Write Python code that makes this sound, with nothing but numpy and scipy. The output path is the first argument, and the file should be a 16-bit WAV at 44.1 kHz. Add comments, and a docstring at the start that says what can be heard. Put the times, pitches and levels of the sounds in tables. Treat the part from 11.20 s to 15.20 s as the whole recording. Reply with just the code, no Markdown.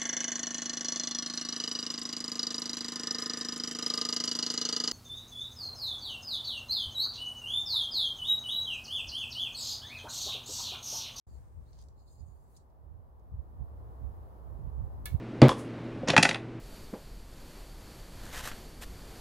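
"""An arrow's nock snaps onto the bowstring near the microphone: the bow rings, the pines answer.
Before that, much quieter, the archer reaches over his shoulder and slides the arrow from the quiver:
his jacket rustles, shafts rub and tick together, feathers brush the rim.
Stereo microphone in a pine clearing, buffeted by light wind, with the soft rush of the forest far off."""
import sys
import numpy as np
from scipy import signal
from scipy.fft import rfft, irfft
from scipy.io import wavfile
from scipy.ndimage import uniform_filter1d, map_coordinates

SR = 44100
rng = np.random.default_rng(int(sys.argv[2]) if len(sys.argv) > 2 else 0)


def output_pcm(signal):
    """Save a mono or channel-first signal as 16-bit PCM at the path in sys.argv[1].

    Samples are clipped to [-1, 1] before scaling.
    """
    pcm = np.clip(np.atleast_2d(signal).T, -1, 1) * 32767
    wavfile.write(sys.argv[1], SR, np.round(pcm).astype(np.int16))


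N = 176400
TIME = np.arange(N) / SR
BIN_HZ = np.arange(N // 2 + 1) * SR / N


def from_db(db):
    """Decibels to gain."""
    return 10 ** (np.asarray(db) / 20)


def unit_rms(x):
    """Scale to rms 1."""
    return x / np.sqrt(np.mean(x ** 2) + 1e-20)


def level(points):
    """Gain over time from points of t/s, level/dB."""
    return from_db(np.interp(TIME, *np.transpose(points)))


def per_bin(points):
    """Spread points of f/Hz, value over the spectrum, on a log-frequency axis."""
    hz, values = np.transpose(points)
    return np.interp(np.log(BIN_HZ + 1), np.log(hz), values)


def colour(x, spectrum):
    """Shape a sound by relative levels, falling away under the lowest point; rms 1."""
    skirt = np.minimum(BIN_HZ / spectrum[0][0], 1) ** 2
    return unit_rms(irfft(rfft(x) * from_db(per_bin(spectrum)) * skirt, N))


def noise(spectrum):
    """Coloured noise, unrelated in the two channels."""
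    return colour(rng.standard_normal((2, N)), spectrum)


def grains(per_s, spread_db=3.0):
    """Random tiny slips of uneven size, in two channels."""
    sizes = from_db(spread_db * np.minimum(rng.exponential(1, (2, N)), 5))
    slips = rng.random((2, N)) < per_s / SR
    return unit_rms(slips * sizes * rng.choice([-1, 1], (2, N)))


def band(x, hz, kind):
    """Second-order Butterworth filter."""
    return signal.sosfilt(signal.butter(2, hz, kind, fs=SR, output="sos"), x)


def resonance(x, hz, width_hz):
    """One resonance with unit gain at its peak."""
    radius = np.exp(-np.pi * width_hz / SR)
    feedback = [1, -2 * radius * np.cos(2 * np.pi * hz / SR), radius ** 2]
    return signal.lfilter(np.array([1, 0, -1]) * (1 - radius ** 2) / 2, feedback, x)


def swell(t, half_s):
    """A bell-shaped rise and fall around time t."""
    return np.exp(-((TIME - t) / half_s) ** 2)


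def struck(t, t60, build_s):
    """An envelope that builds quickly from time t and dies away."""
    age = np.maximum(TIME - t, 0)
    return (1 - np.exp(-age / build_s)) * from_db(-60 * age / t60)


def flicker(per_s):
    """Random wavering with a spread of about 1."""
    return np.interp(TIME * per_s, np.arange(2000), rng.standard_normal(2000))


def wander(x, depth):
    """Let the pitch stray a little, as a point of contact moves."""
    position = np.arange(N) + np.cumsum(depth * flicker(per_s=25))
    return np.array([map_coordinates(channel, [position], order=3, mode="mirror") for channel in x])


# Far trees, heard from the clearing: t/s, level/dB
FOREST_LEVEL = [(0.07, -67), (0.6, -67), (0.9, -68), (1.9, -66), (2.3, -62.5), (2.7, -58), (3.3, -58),
                (4.0, -56.5)]
# Spectrum of their rush: f/Hz, level/dB
FOREST_COLOUR = [(100, -4.5), (280, -1.5), (500, -1.5), (900, -2.5), (1150, -7), (1450, -17.5),
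                 (1850, -23.5), (2400, -36), (4000, -41.5), (8000, -39)]
# The part that arrives from all around: f/Hz, left-right correlation
FOREST_LIKENESS = [(100, 0.057), (290, 1), (640, 0.33), (1350, -0.28), (3000, 0.13)]

def forest(left_db=-7, lag_s=0.00047):
    """Distant trees rush all around; a share from the left reaches the right channel later."""
    mid, side, left = rfft(rng.standard_normal((3, N)))
    alike = np.clip(per_bin(FOREST_LIKENESS), -1, 1)
    around = np.sqrt(1 + alike) * mid + np.sqrt(1 - alike) * side * [[1], [-1]]
    delay = np.exp(-2j * np.pi * BIN_HZ * lag_s * [[0], [1]])
    from_left = np.sqrt(2) * from_db(left_db) * left * delay
    return level(FOREST_LEVEL) * colour(irfft(around + from_left, N), FOREST_COLOUR)


# Noise floor of the microphone: t/s, level/dB
HISS_LEVEL = [(0.07, -86.5), (1.9, -86), (2.3, -82.5), (2.75, -78.5), (4.0, -78)]
# Its spectrum: f/Hz, level/dB
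HISS_COLOUR = [(1500, -5), (2800, -1.5), (5000, -5), (8000, -20), (9500, -11), (11000, -2), (15500, -1)]

def microphone_hiss():
    """The microphone's own faint noise, rising in the second half."""
    return level(HISS_LEVEL) * noise(HISS_COLOUR)


# Breeze right on the microphone: t/s, level/dB
BREEZE = [(0.07, -51), (0.8, -54), (1.45, -58.5), (1.9, -54), (2.6, -44.5), (3.15, -50.5), (3.5, -46.5),
          (4.0, -42)]
# Gusts on top of it: t/s, half-length/s, left level/dB, right level/dB
GUSTS = [(0.157, 0.052, -42.5, -68), (0.39, 0.038, -40, -53), (0.624, 0.095, -51, -51.5),
         (1.022, 0.032, -67, -39.5), (1.103, 0.09, -65, -46.5), (1.722, 0.11, -63, -44),
         (2.141, 0.027, -37, -38), (2.192, 0.016, -62, -30), (2.417, 0.027, -48, -31),
         (2.55, 0.083, -55, -49), (2.857, 0.049, -61, -31.5), (3.0, 0.07, -45.5, -47),
         (3.355, 0.14, -68, -38), (3.469, 0.039, -48, -33), (3.599, 0.076, -42.5, -30),
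         (3.773, 0.096, -40.5, -45.5), (3.92, 0.017, -53, -35), (3.946, 0.016, -49, -19.5)]
# Rumble of the eddies: f/Hz, level/dB
WIND_COLOUR = [(28, -15.5), (38, -1), (50, -1), (65, 6), (95, -4), (150, -13), (200, -24), (300, -33.5),
               (600, -49)]

def wind(smooth_s=0.033):
    """Eddies thump on each microphone port separately, swelling with every gust."""
    eddies = noise(WIND_COLOUR)
    eddy_power = uniform_filter1d(np.abs(signal.hilbert(eddies)) ** 2 / 2, int(smooth_s * SR))
    even_eddies = eddies / np.sqrt(eddy_power)
    gust_power = sum((from_db([[left], [right]]) * swell(t, half)) ** 2
                     for t, half, left, right in GUSTS)
    buffeting = even_eddies * np.sqrt(level(BREEZE) ** 2 + gust_power)
    return band(band(buffeting, hz=604, kind="low"), hz=29, kind="high")


# The archer's jacket sleeve, near the microphone: t/s, level/dB
SLEEVE_LEVEL = [(0.07, -81), (0.22, -75.5), (0.38, -81.5), (0.55, -77.5), (0.64, -79.5), (0.74, -107),
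                (0.93, -97), (1.15, -90), (1.34, -81), (1.46, -100), (2.0, -105)]
# Spectrum of the cloth: f/Hz, level/dB
SLEEVE_COLOUR = [(800, -0.5), (1700, 4.5), (3000, -8.5), (5000, -6), (7000, -4), (9000, -1), (11000, -11.5),
                 (15500, -6.5)]

def sleeve():
    """Cloth slides on cloth as the arm goes up: dense fine grains."""
    return level(SLEEVE_LEVEL) * colour(grains(per_s=8100), SLEEVE_COLOUR)


# Shafts rubbing behind his shoulder: t/s, half-length/s, level/dB, tilt/(dB per octave)
RUBS = [(0.088, 0.016, -79.5, 6), (0.139, 0.049, -74.5, 0), (0.488, 0.043, -82, -11),
        (0.563, 0.029, -79.5, -7), (0.812, 0.042, -77, -4), (0.886, 0.018, -77, -6), (0.927, 0.046, -72, 5),
        (1.006, 0.036, -77.5, -3), (1.09, 0.059, -80.5, 14), (1.238, 0.17, -83.5, 7),
        (1.363, 0.016, -73, -2), (1.407, 0.018, -84.5, -7)]
# Resonances of shaft and quiver: f/Hz, width of one filter pass/Hz, relative level/dB
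QUIVER_MODES = [(3850, 260, -7), (4330, 300, 0), (4740, 260, -3), (6300, 280, -6), (7000, 420, -3),
                (7400, 350, -2), (8900, 1000, -9)]

def shaft_rubs(flicker_db=3.5, direct_db=-21):
    """Each stroke sends friction grains through the resonances of shaft and quiver, which waver."""
    friction = band(grains(per_s=2200, spread_db=1.5), hz=3260, kind="high")
    modes = []
    for k, (hz, width, db) in enumerate(QUIVER_MODES):
        gain = (-1) ** k * from_db(db + flicker_db * flicker(per_s=45))
        ringing = resonance(resonance(friction, hz, width), hz, width)
        modes.append(gain * wander(ringing, depth=0.025))
    octaves = np.log2(np.array(QUIVER_MODES)[:, 0])
    out = 0
    for t, half, db, tilt in RUBS:
        weights = from_db(tilt * (octaves - octaves.mean()))
        body = np.tensordot(weights, modes, axes=1)
        out += from_db(db) * swell(t, half) * unit_rms(body + from_db(direct_db) * friction)
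    return out


# Fingers stirring the bundle of arrows: t/s, half-length/s, level/dB
RATTLES = [(0.547, 0.022, -76), (0.606, 0.024, -68)]
# Spectrum of the bundle: f/Hz, level/dB
RATTLE_COLOUR = [(2500, -17.5), (3200, -6), (4100, -6), (4800, 4), (5500, -10), (6200, -1), (7500, -11),
                 (10000, -24), (15000, -28)]

def bundle_rattle():
    """Many small contacts among the shafts run together."""
    envelope = sum(from_db(db) * swell(t, half) for t, half, db in RATTLES)
    return envelope * colour(grains(per_s=1200), RATTLE_COLOUR)


# The arrow passing the rim of the quiver: t/s, half-length/s, level/dB
SWISHES = [(0.94, .04, -78.5), (1.2, 0.13, -84), (1.325, .035, -78), (1.363, .01, -76)]
# Spectrum of the swish: f/Hz, level/dB
SWISH_COLOUR = [(6000, -18), (9000, -3), (12000, -3), (15000, -7.5)]

def feather_swishes():
    """Feathers and shaft slide fast over the rim with a fine, bright hiss."""
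    envelope = sum(from_db(db) * swell(t, half) for t, half, db in SWISHES)
    return envelope * colour(grains(per_s=5800), SWISH_COLOUR)


# Shafts knocking together, near the microphone: t/s, level/dB, t60/s, centre f/Hz
KNOCKS = [(0.531, -63, 0.025, 4960), (0.5882, -60.5, .03, 5260), (0.6155, -61.5, 0.02, 7940),
          (0.624, -59.5, 0.016, 6060), (0.638, -63, 0.0097, 6300), (0.6853, -63, 0.016, 5570),
          (1.365, -61, 0.053, 6100), (1.370, -59, 0.021, 6960), (1.501, -84, .05, 5000),
          (1.996, -79.5, 0.022, 5430), (3.652, -73, 0.016, 11100)]

def shaft_knocks(band_ratio=1.4, trees_db=-22):
    """Shafts touch in short dry ticks, each with a faint answer from the trees."""
    white = rng.standard_normal((2, N))
    out = 0
    for t, db, t60, hz in KNOCKS:
        tick = unit_rms(band(white, [hz / band_ratio, hz * band_ratio], "band"))
        direct = struck(t, t60, build_s=0.00026)
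        trees = from_db(trees_db) * struck(t, t60=0.31, build_s=0.0071)
        out += from_db(db) * tick * (direct + trees)
    return out


# The nock's two jaws passing the string, in the foreground: t/s, left level/dB, right level/dB
NOCK_JAWS = [(3.8561, -37, -25.5), (3.8572, -26.5, -34)]
# Spectrum of their click: f/Hz, level/dB
CLICK_COLOUR = [(1000, -18), (2000, -10), (4200, -7.5), (6500, -12), (8100, -16), (8700, 2.5), (9700, 4.5),
                (11500, -8.5), (13300, 0.5), (15500, -2.5)]
# Modes of bow and arrow, to the microphone's right: f/Hz, right level/dB, t60/s
BOW_MODES = [(1257, -48, .07), (1719, -36.5, .1), (2174, -53, .22), (2217, -45.5, .19), (2295, -51, .14),
             (2763, -55, .18), (2860, -53, .12), (3460, -42.5, .11), (3578, -53, .09), (4058, -48, .08),
             (4250, -44, .06), (4574, -58, .15), (5728, -52, .08)]
# Scatter from the ground and the trunks farther off: level/dB, t60/s
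SCATTER = [(-39, 0.05), (-48, 0.3)]
# Its spectrum: f/Hz, level/dB
SCATTER_COLOUR = [(700, -6), (1300, 4.5), (2200, 2.5), (3000, -0.5), (4100, 3), (5200, -5.5), (8000, -3.5),
                  (9000, -3.5), (11200, 3), (12200, -2), (13300, 1), (15500, 0.5)]

def nock_snap(bow_left_db=-6):
    """A bright double click sets bow and arrow ringing; ground and trunks scatter it back."""
    start = NOCK_JAWS[0][0]
    jaws = sum(from_db([[left], [right]]) * struck(t, t60=0.01, build_s=0.00025)
               for t, left, right in NOCK_JAWS)
    click = jaws * noise(CLICK_COLOUR)
    ring = 0
    for hz, db, t60 in BOW_MODES:
        phase, right_shift = rng.uniform(0, 2 * np.pi), rng.uniform(0, np.pi)
        tone = np.sin(2 * np.pi * hz * TIME + [[phase], [phase + right_shift]])
        ring += from_db(db) * struck(start, t60, build_s=0.0055) * tone
    tail = sum(from_db(db) * struck(start, t60, build_s=0.0019) for db, t60 in SCATTER)
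    return click + ring * from_db([[bow_left_db], [0]]) + tail * noise(SCATTER_COLOUR)


def scene():
    """The clearing from the microphone's position: forest and wind behind, the archer in front."""
    background = forest() + microphone_hiss() + wind()
    handling = sleeve() + shaft_rubs() + bundle_rattle() + feather_swishes() + shaft_knocks()
    return background + handling + nock_snap()


OPEN_S, FADE_S, CUTOFF_HZ = 0.066, 0.004, 15900

def record(dry):
    """The microphone opens just after the start; the highest treble is cut steeply."""
    opened = np.clip((TIME - OPEN_S) / FADE_S, from_db(-43.5), 1)
    lowpass = signal.ellip(10, 0.1, 70, CUTOFF_HZ, fs=SR, output="sos")
    return signal.sosfiltfilt(lowpass, dry * opened)


dry = scene()
out = record(dry)
output_pcm(out)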